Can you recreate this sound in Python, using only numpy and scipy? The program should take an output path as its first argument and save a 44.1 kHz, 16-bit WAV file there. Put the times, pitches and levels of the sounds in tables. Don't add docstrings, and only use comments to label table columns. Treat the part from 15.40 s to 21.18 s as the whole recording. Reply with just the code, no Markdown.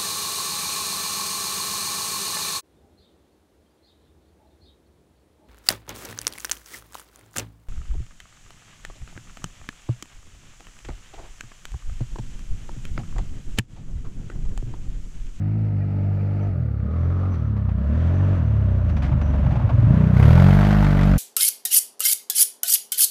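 import sys
import numpy as np
from scipy import signal
from scipy.fft import rfft, irfft
from scipy.io import wavfile
from scipy.ndimage import uniform_filter1d

SR = 44100
rng = np.random.default_rng(int(sys.argv[2]) if len(sys.argv) > 2 else 0)


def store_wav(level_fs):
    pcm = np.round(np.clip(np.atleast_2d(level_fs), -1, 1) * 32767)
    wavfile.write(sys.argv[1], SR, pcm.T.astype(np.int16))


def volts_from_decibels(level):
    exponent = np.asarray(level, float) / 20
    return 10 ** exponent


N = 254898

# start_s, target_firings_per_s, throttle_0_1
THROTTLE = [(0.01, 54.5, 0.75), (.21, 49.1, 0.78), (0.632, 49.9, 0.78), (1.06, 38.4, 0), (1.2, 33.8, 0.19),
            (1.42, 42.7, .86), (1.641, 46.7, .7), (1.88, 34.2, 0.13), (2.2, 29.5, .18), (2.33, 36.3, .7),
            (2.48, 42.6, 0.79), (2.65, 48.1, 0.75), (2.91, 34.5, 0.07), (3.162, 31.2, 0.06),
            (3.37, 26.2, 0.06), (3.5, 21.5, 0.12), (3.649, 25, 0.09), (3.8, 23, 0.07), (4.04, 18.6, 0.33),
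            (4.309, 22.8, 0.4), (4.42, 31.3, 0.33), (4.73, 36.9, 0.96), (4.82, 43.9, 0.82),
            (4.928, 47.6, 0.9), (5.1, 51.1, 0.69), (5.379, 47.6, 0.6), (5.55, 49, 0.6), (5.689, 39, 0)]
# time_s, closeness_0_1, tail_pipe_facing_0_1, hidden_by_bodywork_0_1
PLACE = [
    (0, 0, 0, 1),
    (1.9, 0, 0, 1),
    (2.5, 1, 0, 1),
    (4.1, 1, 0, 1),
    (4.5, 1, 0, .75),
    (4.72, 1, .15, .6),
    (4.78, 1, 1, .25),
    (4.9, 1, 1, 0),
    (5.78, 1, 1, 0),
]
# time_s, distance_m
DISTANCE = [(0, 48), (.4, 26), (1.0, 14.2), (1.7, 11.5), (2.2, 12.2), (2.7, 11), (3.3, 6.8), (4.0, 2.83),
            (4.6, 2.95), (5.0, 6.04), (5.4, 7.96), (5.78, 8.3)]
# time_s, level_db
NOTE_LEVEL = [(0.0, -20), (1.0, -20.5), (2.0, -18.5), (2.5, -16), (3.0, -15), (3.6, -16), (3.9, -14.5),
              (4.2, -14), (4.45, -10), (4.7, -11.5), (4.85, -8), (5.1, -12), (5.3, -15), (5.78, -14.5)]
# order, exhaust_db, intake_db, angle_rad
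FRONT_ORDERS = [(1.0, -10, -14.5, 0.5), (2.0, 0.26, -6, 1), (3.0, -4, -2.5, 3), (4.0, -14.5, -11, 2),
                (5.0, -21.5, -31.5, 0.0), (6.0, -24, -21.5, 1)]
# order, wide_open_db, shut_db
REAR_ORDERS = [(1.0, -4, 9.5), (2.0, -0.5, -18), (3.0, -4, -6), (4.0, -6, -8.5), (5.0, -38, 9.5),
               (6.0, -27, -3)]
# order, front_db, rear_db
OVERTONES = [(7, -5, -5), (8, -23, -9.5), (9, -6.5, -4), (10, -25.5, -8), (11, -13.5, -17.5),
             (12, -12.5, -1.5), (13, -17, -6), (14, -11, -1.5), (15, -23.5, -12.5), (16, -21.5, -9.5),
             (17, -19.5, -17), (18, -19.5, -7.5)]
# centre_hz, width_hz, gain_db
AIR_BOX = [(116, 50.5, 17.5)]
# freq_hz, density_db_per_hz
FAR_COLOUR = [(250, -11), (420, -10), (473, -7), (601, -6.5), (677, -9.5), (919, -5), (1050, -3),
              (1250, -1), (1520, -18.5), (3800, -46), (5960, -51.5), (10000, -67), (13000, -84),
              (22000, -120)]
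# freq_hz, density_db_per_hz
FRONT_COLOUR = [(190, -35), (330, 4.5), (458, -3.5), (601, 9), (788, -7.5), (1000, -6), (1750, -13.5),
                (2140, -22), (2430, -25.5), (5040, -45), (5980, -44.5), (10000, -58), (13000, -81.5),
                (22000, -120)]
# freq_hz, density_db_per_hz
REAR_COLOUR = [(190, -39), (330, -0.5), (458, 0), (521, -6.5), (592, -0.5), (859, -5), (1520, -3),
               (1680, -8), (2050, -12.5), (2850, -27), (3190, -26), (10000, -47.5), (13000, -73),
               (22000, -120)]
# centre_hz, width_hz, level_db
CASING = [(605, 50, -9), (1380, 180, -15), (2800, 200, -28), (4500, 300, -36)]
# time_s, extra_path_ms, share_0_1
GROUND = [(0, .34, .9), (1.0, .34, .9), (1.5, .41, .8), (2.3, .46, .2), (5.78, .9, 0)]
# freq_hz, density_db_per_hz
AIR_COLOUR = [(1180, -35), (2000, -12.5), (2440, 2), (2610, -7), (4450, -16), (4930, -25), (5960, -31.5),
              (15600, -30)]
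# start_s, level_db, pitch_hz
CLINK = [
    (.408, -46, 1900),
    (.414, -53, 2400),
    (.426, -51, 1680),
]
# peak_s, level_db, rise_s, fall_s
SQUEAK = [
    (1.02, -72, .015, 0.067),
    (1.6, -76, 0.028, 0.46),
    (1.93, -68, 0.018, .035),
    (2.08, -80, .05, 0.024),
    (2.56, -75.5, .08, .13),
    (2.76, -70.5, .04, 0.08),
    (3.049, -78, 0.13, 0.18),
    (3.63, -71.5, 0.27, 0.061),
    (3.88, -62.5, 0.04, 0.051),
]
# start_s, peak_db, dull_700_1500_hz_re_peak_db, length_s
RATTLES = [(1.937, -40, -21, 0.028), (2.163, -44, -1, 0.02), (2.289, -45, 9, 0.014),
           (3.492, -35, -2.5, .02), (3.565, -33, -2.5, 0.021), (3.619, -32.5, -0.5, 0.065),
           (3.716, -43, 10, 0.022), (3.812, -32.5, 3.5, 0.015), (3.934, -49, 20, 0.021),
           (4.06, -40.5, 11, 0.018), (4.104, -40.5, 8.5, 0.061), (4.153, -40.5, 10, 0.019),
           (4.192, -51, 16.5, 0.093), (4.291, -39.5, 15.5, 0.02), (4.445, -41, 4, 0.014)]
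# start_s, peak_db, pitch_hz
LUMPS = [
    (3.711, -16, 136.7),
    (3.751, -16, 137.4),
    (4.049, -17, 128),
    (4.092, -15, 122.4),
    (4.236, -8.5, 113.3),
    (4.336, -9.5, 102.6),
    (4.381, -9.5, 120),
    (4.432, -7, 117.4),
    (4.473, -10.5, 136),
    (4.505, -13, 142.7),
]
# freq_hz, density_db_per_hz
JET_COLOUR = [(2940, -25.5), (5000, -6.5), (6280, -1), (7820, -17), (9330, -1.5), (10300, -5), (11600, 1.5),
              (15600, -5)]

AIR_DB = -75
START_PER_S, LAG_S = 50.3, .042
FIRING_S = 4.9075
GEAR_DB, GEAR_DB_PER_OCTAVE, GEAR_OPEN_DB = -23.5, 7, 4
MID_DB, MID_REAR_DB, MID_DB_PER_M = -5, 2.5, 0.1759
HIGH_DB, HIGH_REAR_DB, HIGH_DB_PER_M = -14, 5.5, 0.1969
JET_DB, JET_REAR_DB, JET_OPEN_DB, JET_DB_PER_M = -28.5, 9, -1.5, -0.92
SQUEAK_HZ, SQUEAK_SAG_HZ, SAG_FROM_S, SAG_S = 5910, 100, 3.7, 0.37
SILENCER_CUT_HZ, PIPE_CUT_HZ = 61.2, 46.2
HONK_HZ, HONK_WIDTH_HZ, HONK_DB = 212, 30, 13
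LURCH_DB = 9
UNEVEN_DB, UNEVEN_PER_S = .5, 6
REAR_RASP_DB = 3
QUICK_PER_S2, CRUISE_OPENING = 45, .5
SIDE_HZ, SIDE_WIDTH_HZ, SIDE_DB, SIDE_BASS_DB = 168.5, 41, 10, -6


def rms_one(x):
    return x / np.sqrt(np.mean(x ** 2) + 1e-20)


def in_time(rows):
    time_s, *columns = np.transpose(rows)
    return [np.interp(np.arange(N) / SR, time_s, c) for c in columns]


def drift(rate_per_s):
    r = np.exp(-80 * np.pi * rate_per_s / SR)
    noise = rng.standard_normal(N // 40 + 2002)
    slow = signal.lfilter([1], [1, -2 * r, r * r], noise)[2000:]
    return np.interp(np.arange(N) / 40, np.arange(len(slow)), rms_one(slow))


def coloured(x, spectrum, low_hz=20, high_hz=20000):
    hz = np.maximum(np.arange(N // 2 + 1) * SR / N, 1)
    points = np.array(spectrum)
    gain = volts_from_decibels(np.interp(np.log(hz), np.log(points[:, 0]), points[:, 1]))
    gain = gain / np.sqrt((1 + (low_hz / hz) ** 8) * (1 + (hz / high_hz) ** 8))
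    return rms_one(irfft(rfft(x) * gain, N))


def resonance(x, hz, width_hz):
    r = np.exp(-np.pi * width_hz / SR)
    numerator = np.array([1, 0, -1]) * (1 - r * r) / 2
    return signal.lfilter(numerator, [1, -2 * r * np.cos(2 * np.pi * hz / SR), r * r], x)


def panel_ring(x, hz, width_hz):
    return rms_one(resonance(resonance(x, hz, width_hz), hz, width_hz))


def puffs(cycles, decay_s, rate, spread_db, at=0.):
    shifted = cycles - at + 1
    per_firing = volts_from_decibels(spread_db * np.clip(rng.standard_normal(400), -1.6, 1.6))
    since_s = shifted % 1 / rate
    attack = 1 - np.exp(-since_s / .0004)
    return per_firing[shifted.astype(int)] * np.exp(-since_s / decay_s) * attack


def follow(column, start):
    step = np.arange(0, N + 32, 32)
    since = np.maximum(step[:, None] / SR - np.array(THROTTLE)[:, 0], 0) / LAG_S
    smooth = start + (1 - (1 + since) * np.exp(-since)) @ np.diff(column, prepend=start)
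    return np.interp(np.arange(N), step, smooth)


def orders(rate, opening, facing, hidden):
    note_db, = in_time(NOTE_LEVEL)
    closing = np.maximum(-np.gradient(opening), 0) * SR * LAG_S * np.e
    rising = np.tanh(np.maximum(np.gradient(rate), 0) * SR / QUICK_PER_S2) * (1 - facing)
    pull = np.clip(opening, CRUISE_OPENING + hidden / 2, 1)
    side = 4 * hidden * (1 - hidden) * (1 - facing)
    out = []
    for (k, exhaust_db, intake_db, angle_rad), (_, open_db, shut_db) in zip(FRONT_ORDERS, REAR_ORDERS):
        hz = k * rate
        intake = (1 - opening) * volts_from_decibels(intake_db) * np.exp(1j * angle_rad)
        front = np.abs(opening * volts_from_decibels(exhaust_db) + intake)
        rear = volts_from_decibels(pull * open_db + (1 - pull) * shut_db)
        level = (1 - facing) * front + facing * rear
        box_db = sum(db * np.exp(-((hz - top) / width) ** 2) for top, width, db in AIR_BOX) * (k > 4.5)
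        honk_db = rising * HONK_DB * np.exp(-((hz - HONK_HZ) / HONK_WIDTH_HZ) ** 2) * (k > 5.5)
        lurch_db = closing * LURCH_DB * (k < 1.5)
        side_ring_db = SIDE_DB * np.exp(-((hz - SIDE_HZ) / SIDE_WIDTH_HZ) ** 2)
        side_db = side * (side_ring_db + SIDE_BASS_DB * (k < 2.5))
        cut = (1 + (SILENCER_CUT_HZ / hz) ** 4) * (1 + (PIPE_CUT_HZ / hz) ** 10)
        uneven_db = UNEVEN_DB * (1 + abs(k - 2.5)) * drift(UNEVEN_PER_S)
        shift_db = box_db + honk_db + lurch_db + side_db + uneven_db
        out.append(note_db + shift_db + 10 * np.log10((level ** 2 + 1e-8) / cut))
    return out


def thump(cycles, rate, orders_db, clatter_db, facing, hidden):
    steady = np.clip((rate - 24) / 7, .35, 1)
    levels = [volts_from_decibels(db) * (steady if k > 3 else 1) for k, db in enumerate(orders_db)]
    box = np.hypot(levels[4], levels[5])
    load = uniform_filter1d(np.tanh((orders_db[1] - orders_db[2]) / 3), SR // 12)
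    side_loss = volts_from_decibels(-24 * hidden * (1 - hidden))
    for order, front_db, rear_db in OVERTONES:
        box_tail = box * volts_from_decibels(-4.5 * (order - 6)) / np.hypot(1, (order * rate / 235) ** 8) * side_loss
        view_db = front_db + facing * (rear_db + REAR_RASP_DB * load - front_db)
        levels.append(np.hypot(box_tail, volts_from_decibels(clatter_db + view_db) * steady))
    pipe_lag = np.clip(.04 * (rate - 44), -.3, .35)
    out = np.zeros(N)
    for k, level in enumerate(levels, 1):
        wobble = volts_from_decibels((.3 * np.sqrt(k) + .25 * max(k - 4, 0) * hidden) * drift(12))
        smear = .15 * (min(k, 5) - 2.5) ** 2 * hidden * load - .45 * facing * (k == 1)
        phase = 2 * np.pi * (k * cycles - pipe_lag - smear) + .025 * k * drift(9)
        out += np.sqrt(2) * level * wobble * np.cos(phase)
    churn_colour = [(30, -14), (60, -30.5), (120, 8), (220, 16.0), (330, -10.5)]
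    churn = coloured(rng.standard_normal(N), churn_colour, 35, 400)
    ragged = rng.standard_normal(N) * (.4 + puffs(cycles, .015, rate, 2))
    sputter = coloured(ragged, [(60, -14), (140, 0), (220, -1), (290, -5), (380, -18)], 80, 330)
    loud = np.sqrt(levels[1] ** 2 + levels[2] ** 2 + levels[3] ** 2)
    out += churn * loud * volts_from_decibels(-21)
    return out + sputter * np.hypot(loud, 2 * box) * (1 - steady) * volts_from_decibels(-7)


def clatter(cycles, rate, low_db, mid_db, high_db, near, facing):
    knock = puffs(cycles, .006, rate, 2.5, at=-.1) + .4 * puffs(cycles, .004, rate, 3.0, at=.35)
    knock = knock * (.7 + 2.4 * facing)
    shared = drift(11.0)
    out = np.zeros(N)
    bands = [(338, 890, 0, 9.3), (860, 8200, mid_db, 1.8), (2460, 18000, high_db, 1.2)]
    for low_hz, high_hz, band_db, even in bands:
        noise = rng.standard_normal(N) * (even + knock)
        views = (FAR_COLOUR, FRONT_COLOUR, REAR_COLOUR)
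        far, front, rear = [coloured(noise, view, low_hz, high_hz) for view in views]
        seen = (1 - near) * far + near * ((1 - facing) * front + facing * rear)
        out += seen * volts_from_decibels(band_db + .8 * drift(10) + .5 * shared)
    drive = rng.standard_normal(N) * (0.25 + knock)
    for hz, width_hz, level_db in CASING:
        out += volts_from_decibels(level_db + 2.1 * drift(0.93)) * panel_ring(drive, hz, width_hz)
    return volts_from_decibels(low_db) * out


def bark(cycles, rate, level_db, facing):
    out = np.zeros(N)
    for hz in np.geomspace(750, 3000, 11):
        burst = rng.standard_normal(N) * puffs(cycles, .004, rate, 6.0, at=-.1)
        out += volts_from_decibels(-7.0 * np.log2(hz / 1000)) * panel_ring(burst, hz, 90 + 0.1 * hz)
    return volts_from_decibels(level_db - 11 + 11 * facing) * rms_one(out)


def over_sand(x):
    extra_ms, share = in_time(GROUND)
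    dull = signal.sosfilt(signal.butter(2, 2000, fs=SR, output="sos"), x)
    bounce = np.interp(np.arange(N) - extra_ms * SR / 1000, np.arange(N), dull)
    return (x + share * bounce) / np.sqrt(1 + share ** 2)


def open_air():
    return volts_from_decibels(AIR_DB) * coloured(rng.standard_normal(N), AIR_COLOUR, 4500)


def clink():
    out, t = np.zeros(N), np.arange(round(.06 * SR)) / SR
    shape = t / 0.011 * np.exp(1 - t / 0.0079)
    for start_s, level_db, hz in CLINK:
        i = round(start_s * SR)
        out[i:i + len(t)] += volts_from_decibels(level_db) * shape * np.sin(2 * np.pi * hz * t)
    return out


def squeak():
    t = np.arange(N) / SR
    level = np.zeros(N)
    for peak_s, level_db, rise_s, fall_s in SQUEAK:
        away = np.where(t < peak_s, (peak_s - t) / rise_s, (t - peak_s) / fall_s)
        level += volts_from_decibels(level_db) * np.exp(-away)
    hz = SQUEAK_HZ - SQUEAK_SAG_HZ * np.clip((t - SAG_FROM_S) / SAG_S, 0, 1)
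    phase = 2 * np.pi * np.cumsum(hz + 40 * drift(60)) / SR
    tone = drift(50) * np.sin(phase)
    tone += volts_from_decibels(-7) * drift(50) * np.sin(1.024 * phase)
    tone += volts_from_decibels(-8) * drift(50) * np.sin(1.082 * phase)
    fits = np.clip((20 * np.log10(level + 1e-9) + 84.5) / 10, 0, 1)
    return level * volts_from_decibels(4.5 + 2.3 * drift(20)) * fits * tone


def rattles():
    ticks = rng.standard_normal((2, N)) * volts_from_decibels(3 * np.minimum(rng.exponential(1, (2, N)), 4))
    thin_colour = [(1200, 27.5), (2500, -0.5), (4000, -10.0), (6500, -18), (10000, -31), (15000, -41.5)]
    thin = coloured(ticks[0], thin_colour, 2200)
    dull = coloured(ticks[1], [(500, -4), (750, -2.0), (1100, -9.5), (1800, -23.5)], 550, 2700)
    thin_gain, dull_gain = np.zeros(N), np.zeros(N)
    t = np.arange(round(.12 * SR)) / SR
    for start_s, peak_db, dull_db, length_s in RATTLES:
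        i = round(start_s * SR)
        shape = (1 - np.exp(-t / .002)) * np.exp(-(t / length_s) ** 1.5)
        thin_gain[i:i + len(t)] += volts_from_decibels(peak_db - 7) * shape
        dull_gain[i:i + len(t)] += volts_from_decibels(peak_db - 3 + dull_db) * shape
    return thin * thin_gain + dull * dull_gain


def lumps():
    out, t = np.zeros(N), np.arange(round(.07 * SR)) / SR
    shape = t / .011 * np.exp(1 - t / .011)
    for start_s, peak_db, hz in LUMPS:
        i = round(start_s * SR)
        out[i:i + len(t)] += volts_from_decibels(peak_db) * shape * np.sin(2 * np.pi * hz * t * (1 - 1.0 * t))
    return out


def jet(cycles, rate, level_db, facing):
    spit = puffs(cycles, .0025, rate, 3, at=-.1)
    spit = spit + .55 * puffs(cycles - .008 * rate, .003, rate, 4, at=-.1)
    gate = .16 * rate / 45 + facing * spit
    return volts_from_decibels(level_db + 12.5) * gate * coloured(rng.standard_normal(N), JET_COLOUR, 5100)


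def scene():
    _, target_per_s, thumb = np.transpose(THROTTLE)
    rate, opening = follow(target_per_s, START_PER_S), follow(thumb, thumb[0])
    near, facing, hidden = in_time(PLACE)
    metres, = in_time(DISTANCE)
    low_db = GEAR_DB - 20 * np.log10(metres) + GEAR_DB_PER_OCTAVE * np.log2(rate / 40) + GEAR_OPEN_DB * opening
    mid_db = MID_DB + MID_REAR_DB * facing + MID_DB_PER_M * metres
    high_db = HIGH_DB + HIGH_REAR_DB * facing + HIGH_DB_PER_M * metres
    jet_db = low_db + JET_DB + JET_REAR_DB * facing + JET_OPEN_DB * (opening - 1) + JET_DB_PER_M * metres
    cycles = np.cumsum(rate) / SR
    cycles = cycles + 1 - cycles[round(FIRING_S * SR)] % 1
    engine = thump(cycles, rate, orders(rate, opening, facing, hidden), low_db, facing, hidden)
    gear = clatter(cycles, rate, low_db, mid_db, high_db, near, facing)
    gear = gear + bark(cycles, rate, low_db + mid_db, facing)
    mix = engine + over_sand(gear) + open_air() + clink() + squeak() + rattles() + lumps()
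    return (mix + jet(cycles, rate, jet_db, facing))[None]


def roll_off(x):
    return signal.sosfilt(signal.butter(12, 15740, fs=SR, output="sos"), x)


def record(dry):
    to_edge = np.minimum(np.arange(N), N - np.arange(N))
    fade = np.minimum(to_edge / (.004 * SR), 1)
    return roll_off(np.clip(dry * fade, -.98, .98))


dry = scene()
out = record(dry)
store_wav(out)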